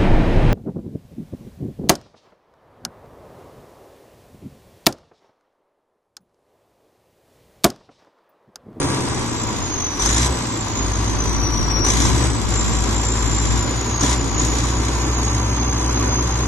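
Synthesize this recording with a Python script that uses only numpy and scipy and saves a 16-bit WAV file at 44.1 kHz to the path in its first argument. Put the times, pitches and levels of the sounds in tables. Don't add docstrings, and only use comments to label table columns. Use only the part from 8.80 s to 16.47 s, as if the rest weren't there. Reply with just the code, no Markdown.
import sys
import numpy as np
from scipy import signal
from scipy.fft import rfft, irfft, next_fast_len
from scipy.io import wavfile
from scipy.ndimage import uniform_filter1d

SR = 44100
rng = np.random.default_rng(int(sys.argv[2]) if len(sys.argv) > 2 else 0)


def amplitude_ratio(level_db):
    exponent = np.asarray(level_db, float) / 20
    return 10 ** exponent


def wav_record(signal):
    frames = np.transpose(np.atleast_2d(signal))
    bounded = np.clip(frames, -1, 1)
    quanta = np.round(bounded * 32767).astype(np.int16)
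    wavfile.write(sys.argv[1], SR, quanta)


N = 338247
TIME = np.arange(N) / SR
BINS_HZ = np.fft.rfftfreq(N, 1 / SR)
IDLE_HZ = 58

# time in seconds, firing rate in Hz.
CRANK_SPEED = [(0, 70.93), (.55, 57.23), (1.0, 47.94), (1.19, 47.17), (1.48, 64.87), (1.84, 54.9),
               (2.6, 56.68), (3.07, 55), (3.22, 61.44), (3.46, 65.84), (3.64, 56.52), (4.7, 57.23),
               (4.9, 60.2), (5.2, 58.4), (5.35, 62.35), (5.52, 57.6), (5.9, 60.32), (7.67, 60.4)]
# time in seconds, whistle in Hz.
TURBO_SPEED = [(0, 8920), (.64, 7180), (1.19, 5856), (1.49, 7930), (1.96, 6812), (2.5, 5960), (3.03, 5690),
               (3.29, 7550), (3.5, 8067), (3.66, 7240), (4.0, 7340), (4.78, 7202), (5.19, 6536),
               (5.36, 7220), (5.5, 6680), (5.8, 6925), (6.99, 6344), (7.67, 6462)]
# time in seconds, loss in the sum in dB.
CAMERA_TURN = [
    (0, 5),
    (.95, 2),
    (1.2, 2),
    (3.5, 2),
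    (4.3, 3),
    (5.2, 0.5),
    (5.9, 1.5),
    (6.4, 4.5),
    (7.67, 4),
]
# frequency in Hz, likeness 0-1, phase left leads in rad,
# left-right in dB.
DIFFUSE_PORTS = [(60, 1, 0.5, -3), (307, 1, -0.5, 0.5), (600, 0.12, 0.5, 1), (904, 0.63, 1, 4.5),
                 (1300, 0.81, -1.04, 2), (1790, 0.15, 0.1, -2), (2260, 1, 0.83, -2.5), (3910, 0, 2, 1.5),
                 (4400, 0, 3.5, 2.5), (8900, 0, 7.5, 14.5)]


def evened(x):
    return x / np.sqrt(np.mean(x ** 2) + 1e-20)


def curves(rows):
    s, *columns = np.transpose(rows)
    return [np.interp(TIME, s, c) for c in columns]


def across(rows, count=1):
    table = np.transpose(rows)
    return np.interp(np.log(BINS_HZ + 1), np.log(table[0]), table[count])


def lagged(x, lag_s):
    keep = np.exp(-1 / (lag_s * SR))
    return signal.lfilter([1 - keep], [1, -keep], x - x[0]) + x[0]


def drift(hz):
    size = next_fast_len(N, True)
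    response = 1 / (1 + (np.fft.rfftfreq(size, 1 / SR) / hz) ** 2)
    return evened(irfft(rfft(rng.standard_normal(size)) * response, size)[:N])


def heard(envelope, shape, modes, ports):
    a, b = rfft(rng.standard_normal((2, N)) * envelope)
    power = amplitude_ratio(across(shape)) ** 2
    for hz, width_hz, db in modes:
        power = power + amplitude_ratio(db) ** 2 / (1 + (2 * (BINS_HZ - hz) / width_hz) ** 2) ** 2
    same = np.clip(across(ports), 0, 1)
    lead_rad = across(ports, count=2)
    tilt = amplitude_ratio(across(ports, count=3) / 2)
    right = (same * a + np.sqrt(1 - same ** 2) * b) * np.exp(-1j * lead_rad)
    return evened(irfft(np.sqrt(power) * np.array([a * tilt, right / tilt]), N))


def firing_turns():
    return np.cumsum(curves(CRANK_SPEED)[0] * (1 + 0.0039 * drift(hz=8.2))) / SR


def fuel():
    # time in seconds, fuel 0-1.
    rack_settings = [(.6, 0.05), (1.0, 0.03), (1.193, 0.93), (1.471, 0.13), (1.53, 0.05), (1.96, 0.29),
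                     (3.043, 0.98), (3.291, 0.67), (3.47, 0.14), (3.52, 0.1), (3.681, 0.51), (4.8, 0.12),
                     (5.205, 0.85), (5.34, 0.16), (5.57, 0.58), (5.9, 0.41), (6.6, 0.32)]
    open_lag_s, fall_lag_s = 0.012, 0.014
    s, setting = np.transpose(rack_settings)
    held = np.clip(np.r_[0, setting], 0, 1.2)[np.searchsorted(s, TIME, "right")]
    return np.maximum(lagged(held, open_lag_s), lagged(held, fall_lag_s))


def tones_db():
    # firing rate in Hz, octave level in dB.
    pipe_octave = [(47, -54), (54, -33.5), (60, -31.5), (67, -28.5)]
    light_fuel, firing_lag_s = 0.069, 0.017
    drone_cut_db, drone_on_db = -50, -23.5
    drone_db_per_fuel, drone_db_per_hz, octave_db_per_fuel = 3, 0.13, 3.5
    fan_cut_db, fan_on_db = -41, -31.5
    rack, rate_hz = fuel(), curves(CRANK_SPEED)[0]
    firing = lagged(1 - np.exp(-rack / light_fuel), firing_lag_s)
    drone_db = drone_cut_db + (drone_on_db - drone_cut_db) * firing + drone_db_per_fuel * rack
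    drone_db = drone_db + 2 * (1 - firing) * drift(hz=3)
    drone_db = drone_db + drone_db_per_hz * (rate_hz - IDLE_HZ) * firing
    octave_db = np.interp(rate_hz, *np.transpose(pipe_octave)) + octave_db_per_fuel * rack
    fan_db = fan_cut_db + (fan_on_db - fan_cut_db) * firing + 2.6 * drift(hz=1.69)
    return drone_db, octave_db, fan_db


def exhaust_and_fan(turns):
    order_multiples = [3 / 2, 3, 4, 14 / 3, 16 / 3, 6]
    order_levels_db = [-11.5, -13, -7, -10, -10, -12.5]
    fan_ratio = 1.8
    drone_db, octave_db, fan_db = tones_db()
    drone = amplitude_ratio(drone_db) * np.cos(2 * np.pi * turns)
    octave = amplitude_ratio(octave_db + 1.13 * drift(hz=12.0)) * np.cos(4 * np.pi * turns - .8)
    fan_rad = 2 * np.pi * fan_ratio * turns + 0.39 * drift(hz=1.6)
    fan = amplitude_ratio(fan_db + 1.0 * drift(hz=3.3)) * np.cos(fan_rad)
    upper = 0
    for multiple, db in zip(order_multiples, order_levels_db):
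        level = amplitude_ratio(octave_db + db + 1.95 * drift(hz=9.6))
        upper = upper + level * np.cos(2 * np.pi * (multiple * turns + rng.random()))
    return np.sqrt(2) * (drone + octave + fan + upper) * amplitude_ratio([[.3], [-.3]])


def load_db():
    # time in seconds, swell in dB, half length in seconds.
    hydraulic_jolts = [(0.08, 2, 0.11), (1.253, 2, 0.11), (1.71, -2.5, 0.063), (3.05, 3.5, 0.078),
                       (3.535, -0.5, 0.058), (3.85, 2, 0.077), (4.118, 3, .06), (4.887, 2.5, 0.052),
                       (5.239, 12.5, 0.019), (5.616, 2, 0.061), (7.26, 4.5, 0.094)]
    rack, faster_hz = fuel(), curves(CRANK_SPEED)[0] - IDLE_HZ
    jolt_db = sum(db * np.exp(-((TIME - s) / half_s) ** 2) for s, db, half_s in hydraulic_jolts)
    rumble_db = -27.5 + 0.28 * faster_hz + 1.5 * rack + jolt_db
    roar_db = -30 + 0.17 * faster_hz + 2.5 * rack + 0.4 * jolt_db
    turbo_khz = (curves(TURBO_SPEED)[0] - 6500) / 1000
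    knock_db = -33.5 + 8.5 * rack ** 1.66 + 1.77 * turbo_khz
    knock_db = knock_db + 3 * (rack - lagged(rack, 0.11))
    return rumble_db, roar_db, knock_db - 0.35 * curves(CAMERA_TURN)[0]


def turbo(turns):
    # whistle in Hz, level in dB.
    intake_duct = [(5700, -22.5), (5950, -24.5), (6250, -29.5), (6550, -30), (6900, -35), (7250, -31.5),
                   (7900, -37.5), (9000, -30)]
    # time in seconds, gain in dB, left-right in dB,
    # phase left leads in rad.
    intake_bearing = [(0, 1, -0.5, 2.9), (1.0, 2, -1, 3.7), (1.25, -4.5, -1.5, 5.4), (1.8, -0.5, -3, 10.2),
                      (2.8, -1.5, 5.5, 6.5), (3.6, 0, 3, 7.9), (4.6, 1, 0.5, 6), (5.6, 0, 0.5, 6.5),
                      (6.3, -2, -6, 4.8), (7.67, -0.5, -1.5, 3.75)]
    rotor_lag_s, spool_s, spool_db = 0.05, 0.13, 7
    db_per_fuel, sway_db, pan_sway_db = 7, 2, 0.5
    rack = fuel()
    hz = uniform_filter1d(curves(TURBO_SPEED)[0], size=int(rotor_lag_s * SR), mode="nearest")
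    facing_db, pan_db, lead_rad = curves(intake_bearing)
    db = facing_db + np.interp(hz, *np.transpose(intake_duct)) + db_per_fuel * rack
    db = db + sway_db * drift(hz=1.8)
    db = db + spool_db * np.maximum(rack - lagged(rack, spool_s), 0)
    pan_db = pan_db + pan_sway_db * drift(hz=2.8)
    lead_rad = lead_rad + 0.32 * drift(hz=5.5)
    angle = 2 * np.pi * np.cumsum(hz * (1 + 0.00121 * drift(hz=31.3))) / SR
    angle = angle + 0.5 * np.sin(2 * np.pi * turns)
    depth = .45 + .22 * drift(hz=8)
    throb = 1 + depth * np.cos(2 * np.pi * turns - 1.2) + 0.051 * np.cos(np.pi * turns)
    surge_db = np.clip(load_db()[2] + 33.5, 0, 8)
    blur = np.array([drift(hz=135) + 1j * drift(hz=133) for _ in range(2)])
    wheel = throb * (amplitude_ratio(2.06 * drift(hz=9.7) - 0.3 * surge_db) + amplitude_ratio(-6) * blur)
    side = np.array([[.5], [-.5]])
    tone = (wheel * np.exp(1j * (angle + side * lead_rad))).real * amplitude_ratio(side * pan_db)
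    return amplitude_ratio(db) * (tone + amplitude_ratio(-34) * np.cos(2 * angle))


def exhaust_rumble(rumble_db):
    # frequency in Hz, density in dB per Hz.
    rumble_spectrum = [(20, -26), (45, -11), (80, 1), (150, -2), (200, -5), (280, 1.5), (350, -0.5),
                       (450, -6), (620, -11), (900, -40.5)]
    return amplitude_ratio(rumble_db - 1.04) * heard(amplitude_ratio(1.3 * drift(hz=16)), rumble_spectrum, [], DIFFUSE_PORTS)


def casing_roar(roar_db):
    # frequency in Hz, density in dB per Hz.
    roar_spectrum = [(350, -7.5), (550, -8), (700, -8.5), (900, -3.5), (1300, -7.5), (1600, -10.5),
                     (1850, -12.5), (2500, -14.5), (3500, -16.5), (5000, -13.5), (7000, -30), (8600, -34.5),
                     (9600, -33), (10200, -53), (12000, -72)]
    # frequency in Hz, width in Hz, level in dB.
    panel_modes = [(992, 76, .5), (1139, 74, -3), (760, 100, -6.5), (2040, 100, -33)]
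    return amplitude_ratio(roar_db + 1.48) * heard(amplitude_ratio(1.12 * drift(hz=60)), roar_spectrum, panel_modes, DIFFUSE_PORTS)


def knock(turns, knock_db):
    # frequency in Hz, density in dB per Hz.
    knock_spectrum = [(500, -14), (1000, -38.5), (1600, -7.5), (2800, -10.5), (3700, -2.5), (4500, -8),
                      (5200, -5.5), (6500, 0.5), (7600, -5), (8600, -10), (9500, -19), (10300, -13.5),
                      (11500, -15.5), (12100, -37)]
    # frequency in Hz, width in Hz, level in dB.
    block_modes = [(5890, 170, 3.5), (2030, 55, 1.5), (1026, 71, -4), (8600, 420, -10.5), (3990, 130, -2.5),
                   (3405, 80, -1.5), (5060, 90, -3)]
    # frequency in Hz, width in Hz, level in dB.
    head_modes = [(5960, 710, 14), (1040, 240, 13), (8560, 390, 2.5)]
    # time in seconds, peak in dB.
    hard_firings = [(1.1972, -10.5), (1.2216, -7.5), (1.2587, -4), (1.3004, -13), (1.368, -10),
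                    (1.4194, -11.5), (3.047, -8.5), (3.0665, -9), (3.087, -10), (3.1034, -9), (3.2196, -12),
                    (3.251, -9.5), (5.2075, -13), (5.2324, -12), (5.292, -18), (5.3044, -31), (5.593, -25)]
    # frequency in Hz, likeness 0-1, phase left leads in rad,
    # left-right in dB.
    direct_ports = [(900, 0.32, -2.2, 9.5), (1700, 0.78, 0.4, 11), (2310, 1, -6, 10.5),
                    (3080, 0.42, 0.2, -3), (3700, 0.26, 2, -3), (4350, 0.071, -1, -2.5),
                    (6210, 0.69, 0.9, 3), (8030, 0.96, 2, -7), (8870, 0.54, 12.5, 10), (8920, .93, 0, 9),
                    (9585, 0.4, -21, 14.5), (10330, 0.71, 1.5, -5.5)]
    bite_db = 1.21 * (knock_db + 34) - 34
    which = turns.astype(int)
    size = amplitude_ratio(3.6 * np.clip(rng.standard_normal(1000), -2, 2))[which]
    since = turns - which
    burst = amplitude_ratio(bite_db) * (.7 + size * (1 - np.exp(-since / .03)) * np.exp(-since / .4))
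    blows = 0
    for s, db in hard_firings:
        after_s = np.maximum(TIME - s, 0)
        blows = blows + amplitude_ratio(db - 4.0) * (1 - np.exp(-after_s / 0.00045)) * np.exp(-after_s / 0.0061)
    ringing = np.sqrt(np.mean(blows ** 2)) * heard(blows, knock_spectrum, head_modes, direct_ports)
    rattle = np.sqrt(np.mean(burst ** 2)) * heard(burst, knock_spectrum, block_modes, direct_ports)
    return rattle + ringing


def wind():
    # time in seconds, level in dB.
    breeze_level = [(0, -32), (.9, -32), (1.3, -48), (2.0, -32), (2.7, -24), (4.2, -27.5), (4.4, -31),
                    (4.75, -24), (5.1, -44), (5.45, -27), (6.0, -35), (6.3, -47), (7.67, -63)]
    # frequency in Hz, density in dB per Hz.
    gust_spectrum = [(20, -17), (53, 13), (85, 8.5), (215, 5.5), (400, -10.5), (800, -43)]
    # frequency in Hz, likeness 0-1, phase left leads in rad, left-right in dB.
    wind_ports = [(20, 0.62, 2.64, 14.5), (800, 0.89, 2.36, -0.5)]
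    return amplitude_ratio(curves(breeze_level)[0] - .3) * heard(amplitude_ratio(2.6 * drift(hz=5)), gust_spectrum, [], wind_ports)


def scene():
    turns = firing_turns()
    rumble_db, roar_db, knock_db = load_db()
    engine = exhaust_rumble(rumble_db) + casing_roar(roar_db) + knock(turns, knock_db)
    return engine + exhaust_and_fan(turns) + turbo(turns) + wind()


def thinned(pair, margin_db):
    hz, t, z = signal.stft(pair, SR, nperseg=1024)
    turn_db = np.interp(t, *np.transpose(CAMERA_TURN))
    loss_db = np.exp(-((hz[:, None] - 4600) / 1400) ** 2) * turn_db
    notch_db = 14 * (abs(hz[:, None] - 9330) < 330)
    z = z * amplitude_ratio(np.array([-loss_db - notch_db, loss_db / 2]))
    power = abs(z) ** 2
    patch = uniform_filter1d(uniform_filter1d(power, size=3, axis=1), size=3, axis=2)
    reach = np.exp(-1 / 18)
    total = uniform_filter1d(power.sum(0), size=5, axis=1)
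    below = signal.lfilter([1 - reach], [1, -reach], total, axis=0)
    mask = below * amplitude_ratio(-2 * np.interp(hz, *np.transpose(margin_db)))[:, None]
    return signal.istft(z * (patch > mask), SR, nperseg=1024)[1][:, :N]


def top_cut(x):
    return signal.sosfilt(signal.butter(12, 12760, fs=SR, output="sos"), x)


def record(dry):
    edge_hz, mono_hz = 11950, 10150
    mid, side = rfft(dry[0] + dry[1]) / 2, rfft(dry[0] - dry[1]) / 2
    pair = irfft(np.array([mid * (BINS_HZ < edge_hz), side * (BINS_HZ < mono_hz)]), N)
    margin_db = [(1500, 24), (2800, 14), (3800, 9), (4500, 7.5), (5000, 7.5), (5400, 6), (6000, 10),
                 (6800, 12), (7600, 13), (8150, 7), (8550, 12.5), (8900, 6), (9500, 13), (10200, 8),
                 (11800, 5)]
    mid, side = thinned(pair, margin_db)
    return top_cut(np.array([mid + side, mid - side]))


dry = scene()
out = record(dry)
wav_record(out)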